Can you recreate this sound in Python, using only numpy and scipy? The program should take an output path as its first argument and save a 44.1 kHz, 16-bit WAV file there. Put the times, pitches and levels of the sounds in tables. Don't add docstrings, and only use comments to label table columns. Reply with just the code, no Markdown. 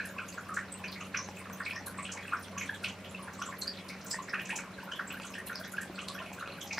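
import sys
import numpy as np
from scipy import signal
from scipy.fft import rfft, irfft
from scipy.io import wavfile
from scipy.ndimage import uniform_filter1d

SR = 44100
rng = np.random.default_rng(int(sys.argv[2]) if len(sys.argv) > 2 else 0)


def undo_db(level):
    steps = np.asarray(level, float) / 20
    return 10 ** steps


def persist_wave(psi):
    counts = np.round(np.clip(psi, -1, 1) * 32767).astype(np.int16)
    wavfile.write(sys.argv[1], SR, np.atleast_2d(counts).T)


N = 299439

# t/s, level/dB, f/Hz
GULPS = [(.1666, -44, 1090), (.2195, -43, 1260), (1.0153, -44.5, 1240), (1.1931, -43.5, 1060),
         (1.2878, -47, 850), (1.4604, -46.5, 1260), (1.7356, -49.5, 990), (1.8044, -46, 800),
         (1.9877, -40.5, 1090), (2.1564, -46, 874), (2.326, -34, 1210), (2.5679, -43.5, 1080),
         (3.1939, -49.5, 1100), (3.2729, -46, 910), (3.491, -42, 1060), (4.1449, -50, 930),
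         (4.1907, -39, 1023), (4.5297, -39.5, 874), (4.8328, -44.5, 930), (4.8744, -47, 930),
         (6.02, -48, 1200), (6.0995, -46.5, 1090), (6.2041, -45.5, 995), (6.3054, -49, 800),
         (6.413, -40.5, 1270)]
# t/s, level/dB, f/Hz
SLURPS = [(.005, -30, 1636), (.1002, -46, 1560), (.193, -36.5, 1510), (.844, -39.5, 1690),
          (1.7288, -46, 1780), (1.8807, -42.5, 1550), (2.2556, -44, 1640), (2.3895, -46, 1690),
          (2.8369, -41, 1490), (3.6854, -43.5, 1700), (4.1398, -34.5, 1820), (4.395, -36.5, 1730),
          (4.7889, -43, 1550), (4.8786, -46.5, 1430), (4.9216, -40, 1600), (5.1425, -41, 1490),
          (5.1755, -42, 1660), (5.3563, -45, 1780), (5.3845, -35, 1800), (5.5193, -38, 1460),
          (5.612, -42, 1530), (5.7404, -40, 1460), (6.1525, -42.5, 1510), (6.1837, -39.5, 1730),
          (6.3867, -43, 1520), (6.5862, -45.5, 1520)]
# t/s, level/dB, f/Hz
SLAPS = [(.3824, -33, 1480), (.5739, -23.5, 1640), (.5745, -43, 1830), (.495, -39, 1580),
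         (1.148, -27.5, 1620), (1.5068, -43, 1530), (1.6078, -28.5, 1670), (1.6988, -43, 1540),
         (1.948, -42, 1730), (2.0932, -38, 1590), (2.335, -24.5, 1366), (3.283, -35.5, 1640),
         (3.4198, -32, 1350), (3.5271, -36.5, 1940), (3.6593, -43, 1610), (4.0578, -46, 1490),
         (4.2884, -32.5, 1860), (4.3388, -23.5, 1680), (4.59, -36, 1580), (4.9975, -26.5, 1580),
         (5.1034, -42, 1600), (5.2477, -42, 1360), (5.5016, -32, 1640), (5.6505, -35.5, 1770),
         (5.9832, -38, 1440), (6.4288, -33.5, 1530), (6.4765, -40.5, 1350), (6.477, -50, 645),
         (6.7823, -39, 850), (6.7823, -26.5, 1910)]
# t/s, level/dB, f/Hz
CLACKS = [(.001, -36, 2400), (.1885, -34, 2500), (.328, -59, 2660), (.8458, -35, 2470),
          (.9629, -39.5, 2080), (1.0128, -39.5, 2720), (1.3738, -44, 2520), (1.4015, -45, 2100),
          (1.6666, -30, 2320), (1.6988, -43, 3070), (2.0986, -51, 2870), (2.2833, -39, 2600),
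          (2.4476, -47, 3350), (2.7476, -42.5, 3400), (3.9029, -39, 2170), (4.346, -32.5, 2560),
          (4.5929, -38, 2340), (4.8066, -48.5, 2800), (1.8688, -47, 4050), (6.4624, -46, 2580),
          (6.5052, -43, 2670), (6.616, -37.5, 3280), (6.7141, -32, 2360)]
# t/s, level/dB, f/Hz
CLUCKS = [(1.1505, -27.5, 2370), (1.9932, -36, 2160), (2.0555, -33, 2830), (2.1772, -35, 2100),
          (2.5835, -35, 2650), (2.6156, -29.5, 2270), (2.6783, -44, 3460), (2.8478, -25.5, 2670),
          (3.0486, -41, 2980), (3.4241, -36.5, 2970), (3.7396, -44.5, 3400), (3.7889, -43.5, 2260),
          (4.3999, -31.5, 2630), (4.4634, -40, 2530), (4.5086, -28.5, 2500), (5.1086, -34.5, 2640),
          (5.2057, -42, 2540), (5.234, -41.5, 2980), (5.3435, -37, 2780), (5.7724, -40.5, 2700),
          (5.9927, -32.5, 2750), (6.192, -36.5, 2740), (6.2646, -39.5, 2590)]
# t/s, level/dB, f/Hz
SMACKS = [(.2893, -45, 6680), (.3273, -53.5, 4620), (.8852, -47, 4660), (1.0125, -50.5, 6500),
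          (1.176, -35.5, 5830), (1.2479, -50, 6350), (1.5339, -51, 6200), (1.7361, -54, 5100),
          (1.7625, -46, 5490), (1.983, -47, 8150), (2.0316, -42, 8060), (2.373, -56, 5370),
          (2.5849, -38.5, 6430), (3.3887, -54, 8000), (3.4248, -45, 5920), (3.4652, -43.5, 7300),
          (3.098, -56, 7100), (3.555, -65, 6200), (4.9632, -55.5, 11900), (4.1148, -35.5, 5020),
          (4.1154, -33.5, 7530), (4.2296, -48.5, 6900), (4.2977, -47.5, 5180), (5.2708, -48.5, 6530),
          (5.4753, -56, 4100), (5.5585, -41, 5020), (5.9599, -52.5, 4400), (6.5231, -53, 4170),
          (6.7755, -51, 4970)]
# t/s, level/dB, f/Hz
TICKS = [(.546, -40.5, 7250), (.566, -46, 6700), (.9282, -42, 4300), (1.655, -45, 4240),
         (2.1239, -35, 6680), (2.4372, -50.5, 5300), (2.7472, -49.5, 7590), (2.845, -40.5, 4350),
         (2.8872, -44, 6500), (3.3382, -48.5, 6470), (3.6194, -37, 7100), (3.7748, -49, 3740),
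         (3.8911, -43.5, 4700), (4.0164, -49, 5420), (4.0697, -40, 7100), (4.4585, -42, 6660),
         (4.4968, -42, 8300), (4.5642, -32.5, 6740), (4.9228, -49, 6100), (5.2227, -48, 7600),
         (5.2539, -44, 7840), (5.6502, -47, 5400), (5.8183, -40.5, 7800), (6.0186, -45, 7240),
         (6.0861, -39.5, 4200), (6.0877, -41.5, 7750), (6.3334, -46.5, 7260), (6.6156, -40.5, 6400),
         (6.6779, -45, 5850), (6.733, -35.5, 5560)]
# t/s, level/dB, f/Hz
SNAPS = [(.0587, -32, 10200), (.288, -40.5, 10400), (.4908, -43, 9570), (.92, -35, 14200),
         (1.0689, -46, 10420), (1.868, -26, 10500), (2.3986, -40, 14140), (2.6626, -40.5, 9000),
         (2.836, -38.5, 8900), (2.847, -38, 9300), (3.3362, -40, 14340), (3.889, -39, 9400),
         (4.1047, -32, 14400), (4.419, -34, 14060), (4.564, -30, 9050), (5.1752, -44, 10480),
         (5.389, -40.5, 9300), (5.4707, -27.5, 11100), (5.6019, -32, 14400), (5.7237, -33.5, 10600),
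         (5.818, -38, 11000), (6.3955, -41.5, 10000)]
# t/s, level/dB, f/Hz
SPITS = [(1.3928, -42, 8800), (1.533, -40, 13700), (1.7041, -46.5, 9800), (2.4301, -41.5, 9100),
         (2.6071, -45, 11880), (3.1123, -48.5, 10200), (3.2315, -41, 9550), (3.5918, -34.5, 11800),
         (4.0472, -42, 14130), (4.8414, -45, 12900), (5.1282, -39, 12900), (5.6812, -44, 11830),
         (6.1471, -43, 11990), (6.3363, -45, 14350), (6.629, -41, 12100), (6.6415, -41, 11900),
         (1.3695, -46, 7300), (1.5733, -50, 8900), (1.6015, -47, 8300), (2.2301, -53, 6900),
         (2.2781, -46, 8480), (2.3392, -46, 8340), (1.6845, -48, 14440)]
# t/s, level/dB, f/Hz
SQUEAKS = [(.4953, -42.5, 1267), (.5095, -44, 1240), (.528, -53, 1250), (.727, -33.5, 8140),
           (1.7641, -41, 1856), (2.6987, -33.5, 1677), (3.1513, -41.5, 2650), (3.6227, -33.5, 4260),
           (3.6799, -28.5, 4690), (4.498, -38, 1850), (4.923, -36, 3040), (5.0801, -39.5, 7600),
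           (5.7875, -33.5, 1635)]
# t/s, level/dB, f/Hz
LAPS = [(0.1147, -50, 1580), (0.2913, -48, 2816), (0.3312, -51.0, 2661), (0.5328, -46, 1240),
        (0.7523, -49, 2723), (0.8042, -51, 820), (1.4577, -50, 1710), (1.5365, -55, 1019),
        (1.6034, -51, 1044), (1.7321, -54, 1869), (1.767, -41, 1855), (1.8059, -62, 850),
        (1.8717, -53, 1040), (2.0962, -38, 2900), (2.2349, -49, 3300), (2.2579, -48, 2514),
        (2.3487, -44.5, 2320), (2.4993, -51, 671), (2.5801, -46, 1630), (2.7288, -50, 854),
        (2.9313, -55, 845), (3.2486, -50, 950), (3.3933, -48, 1080), (3.528, -44, 1680),
        (3.8014, -50, 3480), (4.0877, -59, 870), (4.1426, -40.5, 1830), (4.4988, -36.5, 1757),
        (4.8939, -46.1, 1420), (4.9478, -52, 1020), (5.0565, -53, 790), (5.2072, -51, 870),
        (5.3558, -45, 1720), (5.4766, -47, 2758), (5.5334, -48, 2408), (5.5973, -47, 640),
        (5.6412, -44.5, 3480), (5.8587, -51, 790), (6.155, -47, 3150), (6.1999, -48, 670),
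        (6.2209, -46.5, 1390), (6.2229, -54, 670), (6.2548, -49.5, 655), (6.2957, -50.1, 2421),
        (6.3216, -52, 2370), (6.3366, -49, 2459), (6.3985, -47, 2832), (6.6509, -46, 810),
        (6.7367, -45, 840)]
# t/s, level/dB, f/Hz
PECKS = [(0.007, -54, 4230), (0.0908, -53.9, 6976), (0.1117, -55, 13545), (0.3302, -56, 13176),
         (0.3851, -55.5, 6712), (0.4131, -61, 11617), (0.7872, -58.8, 13797), (0.8461, -53.0, 5840),
         (1.2911, -53.8, 5600), (1.6363, -51.3, 4700), (1.6582, -51.5, 8160), (2.3956, -57, 13133),
         (2.4824, -59, 5770), (2.6669, -55.7, 5784), (3.4013, -53.8, 7799), (3.4023, -54, 5420),
         (4.7422, -58, 3999), (5.2201, -53, 4600), (5.3079, -57, 12781), (5.3209, -58, 12900),
         (5.3239, -57, 5505), (5.3389, -53.0, 5300), (5.3508, -55, 7900), (5.5314, -57, 6000),
         (5.6731, -58, 3700), (5.724, -51.7, 7000), (5.9555, -54, 8000), (6.15, -52, 5500),
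         (6.3995, -56, 6650), (6.4024, -54.5, 3840), (6.4853, -54, 4073), (6.58, -58, 11861),
         (6.7896, -37.5, 5070)]
# t/s, level/dB, f/Hz
CRACKS = [(0.0573, -35, 10100), (0.2882, -33, 6870), (0.5447, -30, 6490), (0.726, -30, 7950),
          (0.8814, -33, 4840), (1.1738, -37, 6050), (1.7614, -36, 5500), (1.866, -32, 9740),
          (2.124, -38, 7250), (2.584, -28, 6220), (3.4236, -29, 5760), (3.5902, -39, 11900),
          (3.622, -30, 4160), (3.6765, -28, 4730), (4.1139, -20.5, 5300), (4.564, -33, 6340),
          (5.0789, -35, 7610), (5.4695, -29, 11900), (5.5573, -25, 5040), (5.8172, -33, 6900),
          (6.0855, -20, 4060), (6.333, -36, 7390), (6.616, -34, 6860), (6.733, -37, 6130)]
# t/s, level/dB, f/Hz
KNOCKS = [(1.2883, -30, 900), (2.484, -36, 1500), (1.289, -43, 470), (5.9, -34, 340), (1.5, -34, 1100),
          (5.2, -30, 1400), (2.907, -41, 900), (4.1449, -32, 1000), (6.318, -35, 990),
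          (6.4762, -27.5, 1340), (6.7823, -25, 1900)]
# t/s (delay), mid level/dB, side level/dB
ARRIVALS = [
    (0.0, -6.5, -25),
    (.0066, 0.5, -10),
    (0.021, 0, -5.5),
]
# f/Hz, level/dB
HOLLOWS = [(1058, -2), (1138, 3.5), (1230, -3), (1371, -3.5), (1411, -3), (1455, -11), (1504, -10),
           (1580, 2), (1664, 0), (1815, -12), (1880, -6), (2220, -31), (2265, 2.5), (2450, 3.5), (2550, 0),
           (2650, -8), (2810, -2), (3325, 4.5), (4120, -2), (5250, -10), (6130, 0.5), (6870, 0)]
# f/Hz, T60/s
ROOM_T60 = [(500, 0.27), (2000, 0.22), (6000, 0.16), (14000, 0.14)]
# f/Hz, side over mid level/dB
ROOM_SIDE = [(500, -18), (1200, -17.5), (2200, -17.5), (4500, -6), (8000, -9.5), (13000, -1.5)]
# t/s, level/dB
MOTOR = [
    (0.0, -60),
    (2.89, -55.5),
    (4.88, -73.5),
    (6.79, -61),
]
# f/Hz, level/dB
ORDERS_UP = [(283, -64), (377, -66), (471, -67.5), (625, -65.5)]
# f/Hz, level/dB (per Hz)
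AIR = [(24, -51), (40, -30), (75, -8.5), (133, -9.5), (188, -2), (241, -6), (334, -10), (564, -9.5),
       (863, -14), (1650, -16), (2460, -16), (3160, -24), (7030, -30), (12800, -39.5), (15600, -39)]
# f/Hz, side over mid level/dB
AIR_SIDE = [(40, -4), (120, -16.5), (300, -14), (1000, -13.5), (3000, -5), (8000, 0), (14000, 4)]
# f/Hz, left over right level/dB
LEAN = [(300, 0.0), (4000, -.5), (8000, 0), (14000, -0.5)]

GULP_CYCLES, SLURP_CYCLES, SLAP_CYCLES, CLACK_CYCLES, CLUCK_CYCLES = 6.13, 7.24, 3.82, 5.38, 3.9
SMACK_CYCLES, TICK_CYCLES, SNAP_CYCLES, SPIT_CYCLES = 6.7, 3.2, 2.58, 6.0
SQUEAK_CYCLES, LAP_CYCLES, PECK_CYCLES, KNOCK_CYCLES = 10.02, 5.71, 6.6, 10
SQUISH_DB, FIZZ_DB, CRACK_DB = -68.5, -75, -5.5
CEILING_S, HOLLOW_T60_S = .0066, 0.12
EARLY_SHARE, EVENNESS = 0.16, 0.7
MOTOR_HZ, OCTAVE_DB = 94.77, -52
WHINE_HZ, WHINE_DB, WHINE_T60_S = 559.7, -61.5, 0.3
AIR_DB = -47.5
LEAD = SR // 10


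def pops(rows, cycles, gain_db, glide, crack_db, dribble_db):
    out = np.zeros(N + SR)
    t = np.arange(int(SR * .03)) / SR
    chance = rng.random((len(rows), 4, 3))
    for (s, db, hz), luck in zip(rows, chance):
        dribbles = luck * [.05, .26, -14] + [.004, .9, dribble_db]
        delays, ratios, weaker_db = np.vstack([[0, 1, 0], dribbles]).T
        pitches = np.minimum(hz * ratios, 16000)
        sizes = undo_db(db + gain_db + weaker_db)
        for delay, pitch, size in zip(delays, pitches, sizes):
            pace = pitch / np.clip(cycles, .5, 40) ** 1.3 * 7.5
            age = t * pace
            climb = 1 + glide * (np.minimum(age, 8) / 6 - .5)
            phase = 2 * np.pi * pitch * t * climb
            pop = (age / 2) ** 2 * np.exp(2 - age) * np.sin(phase)
            pop += undo_db(crack_db) * np.sin(2 * phase) * np.exp(-t * pitch * 2.5)
            start = round((s + delay - 2 / pace - CEILING_S + .1) * SR)
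            out[start:start + len(t)] += size * pop
    return out[:N + LEAD]


def ring(clicks, hz, t60):
    r = undo_db(-60 / (t60 * SR))
    w = 2 * np.pi * hz / SR
    return signal.lfilter([0, np.sin(w)], [1, -2 * r * np.cos(w), r * r], clicks + 1e-18)


def rms_one(x):
    return x / np.sqrt(np.mean(x ** 2) + 1e-20)


def bubbles(level_db, per_s, low_hz, high_hz):
    strengths = undo_db(4 * np.minimum(rng.exponential(1, N), 2.5))
    sizes = strengths * rng.choice([-1, 1], N)
    born = rng.random(N) < per_s / SR
    dealt = rng.integers(0, 14, N)
    pitches = np.geomspace(low_hz, high_hz, 14)
    grains = sum(ring(sizes * born * (dealt == k), hz, 20 / hz) for k, hz in enumerate(pitches))
    return np.pad(undo_db(level_db) * rms_one(grains), (LEAD, 0))


def near_mouths():
    large = dict(gain_db=-3.0, glide=0.032, crack_db=-14.0, dribble_db=-10.0)
    small = dict(gain_db=-0.22, glide=0.0085, crack_db=-7.5, dribble_db=-8.0)
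    lips = dict(gain_db=7.0, glide=0.0082, crack_db=-38.0, dribble_db=-8.5)
    spit = dict(gain_db=-0.5, glide=0.02, crack_db=8.5, dribble_db=-15.0)
    mouths = pops(GULPS, GULP_CYCLES, **large)
    mouths += pops(SLURPS, SLURP_CYCLES, **large) + pops(SLAPS, SLAP_CYCLES, **large)
    mouths += pops(CLACKS, CLACK_CYCLES, **small) + pops(CLUCKS, CLUCK_CYCLES, **small)
    mouths += pops(SMACKS, SMACK_CYCLES, **lips) + pops(TICKS, TICK_CYCLES, **lips)
    mouths += pops(SNAPS, SNAP_CYCLES, **spit) + pops(SPITS, SPIT_CYCLES, **spit)
    mouths += pops(SQUEAKS, SQUEAK_CYCLES, gain_db=0.5, glide=0.011, crack_db=-9, dribble_db=-13.5)
    squish = bubbles(SQUISH_DB, 150, 1028, 4850)
    fizz = bubbles(FIZZ_DB, 90, 3560, 14000)
    return mouths + squish + fizz


def faint_mouths():
    laps = pops(LAPS, LAP_CYCLES, gain_db=-1.0, glide=0.015, crack_db=-13.0, dribble_db=-18.0)
    return laps + pops(PECKS, PECK_CYCLES, gain_db=7.5, glide=0.012, crack_db=-20.0, dribble_db=-14.0)


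def knocks():
    out = np.zeros(N)
    cracks = [(s, db + CRACK_DB, hz) for s, db, hz in CRACKS]
    for s, db, hz in KNOCKS + cracks:
        click = (np.arange(800) == 0) * undo_db(db)
        knock = ring(click, hz, KNOCK_CYCLES / hz) + 0.91 * ring(click, 2.0 * hz, 3.5 / hz)
        start = round(s * SR - SR / hz / 2)
        out[start:start + 800] += knock[:N - start]
    return out


def at_hz(points, hz):
    known_hz, values = np.transpose(points)
    return np.interp(np.log(hz), np.log(known_hz), values)


def even_out(echoes):
    size = echoes.shape[1]
    power = np.abs(rfft(echoes[0])) ** 2 + 1e-9
    broad, fine = uniform_filter1d(power, size=500), uniform_filter1d(power, size=76)
    ripple = np.log(broad / fine) / 2 * EVENNESS
    folded = irfft(ripple, size) * np.repeat([2, 0], size // 2)
    folded[0] /= 2
    return irfft(rfft(echoes) * np.exp(rfft(folded)), size)


def kitchen(x, tail_db, hollow_db, build_s):
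    size = int(.5 * SR)
    t = np.arange(size) / SR
    edges = 400 * 2 ** np.arange(0, 5.6, .5)
    white, tail = rng.standard_normal((2, size)), np.zeros((2, size))
    widths = undo_db([[0], [1]] * at_hz(ROOM_SIDE, edges * 2 ** 0.4))
    for low, high, width in zip(edges, edges[1:], widths.T):
        band = signal.sosfilt(signal.butter(2, [low, high], "band", fs=SR, output="sos"), white)
        decay = undo_db(-60 * t / at_hz(ROOM_T60, np.sqrt(low * high)))
        tail += band * decay * width[:, None]
    thicken = np.clip(EARLY_SHARE + (t / build_s) ** 2, 0, 1)
    tail *= undo_db(tail_db) * thicken
    for delay, mid_db, side_db in ARRIVALS:
        start = round(delay * SR)
        tail[0, start] += undo_db(mid_db)
        tail[1, start:start + 2] += undo_db(side_db) * np.array([-1, 1])
    tail = even_out(tail)
    click = np.arange(size) == 0
    for k, (hz, db) in enumerate(HOLLOWS):
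        tail[0] += undo_db(db + hollow_db) * ring(click * (-1.) ** k, hz, HOLLOW_T60_S) * thicken
    return signal.fftconvolve(x[None], tail, axes=1)[:, LEAD:N + LEAD]


def blurred_tone(hz, t60):
    return rms_one(ring(rng.standard_normal(N), hz, t60))


def motor():
    t = np.arange(N) / SR
    s, db = np.transpose(MOTOR)
    fundamental = undo_db(np.interp(t, s, db)) * np.sqrt(2) * np.sin(2 * np.pi * MOTOR_HZ * t)
    octave = 0.79 * np.sqrt(2) * np.sin(4 * np.pi * MOTOR_HZ * t)
    octave += 0.59 * blurred_tone(2 * MOTOR_HZ, 0.11)
    whine = undo_db(WHINE_DB) * blurred_tone(WHINE_HZ, WHINE_T60_S)
    whine += sum(undo_db(db) * blurred_tone(hz, 0.3) for hz, db in ORDERS_UP)
    return fundamental + undo_db(OCTAVE_DB) * octave + whine


def colour(x, points):
    hz = np.maximum(np.fft.rfftfreq(x.shape[-1], 1 / SR), 1)
    return irfft(rfft(x) * undo_db(at_hz(points, hz)), x.shape[-1])


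def air():
    noise = colour(rng.standard_normal((2, N)), AIR)
    mid, side = colour(noise, [(1500, 2.4), (5000, 0.5)])
    return undo_db(AIR_DB - 3.0) * np.array([mid, colour(side, AIR_SIDE)]) / np.std(mid)


def scene():
    near = kitchen(near_mouths(), tail_db=-12.0, hollow_db=-35, build_s=0.0041)
    faint = kitchen(faint_mouths(), tail_db=-14.0, hollow_db=-33, build_s=0.0048)
    mid, side = near + faint + air()
    mid = mid + knocks() + motor()
    return np.array([mid + side, mid - side])


def low_pass(x):
    return signal.sosfilt(signal.butter(12, 15770, fs=SR, output="sos"), x)


def record(dry):
    tilt = np.array(LEAN) * [1, .5]
    ports = np.array([colour(dry[0], tilt), colour(dry[1], tilt * [1, -1])])
    ports = signal.sosfilt(signal.butter(3, 48, "high", fs=SR, output="sos"), ports)
    ports = signal.sosfilt(signal.cheby2(16, 60, 16050, fs=SR, output="sos"), ports)
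    return low_pass(ports)


dry = scene()
out = record(dry)
persist_wave(out)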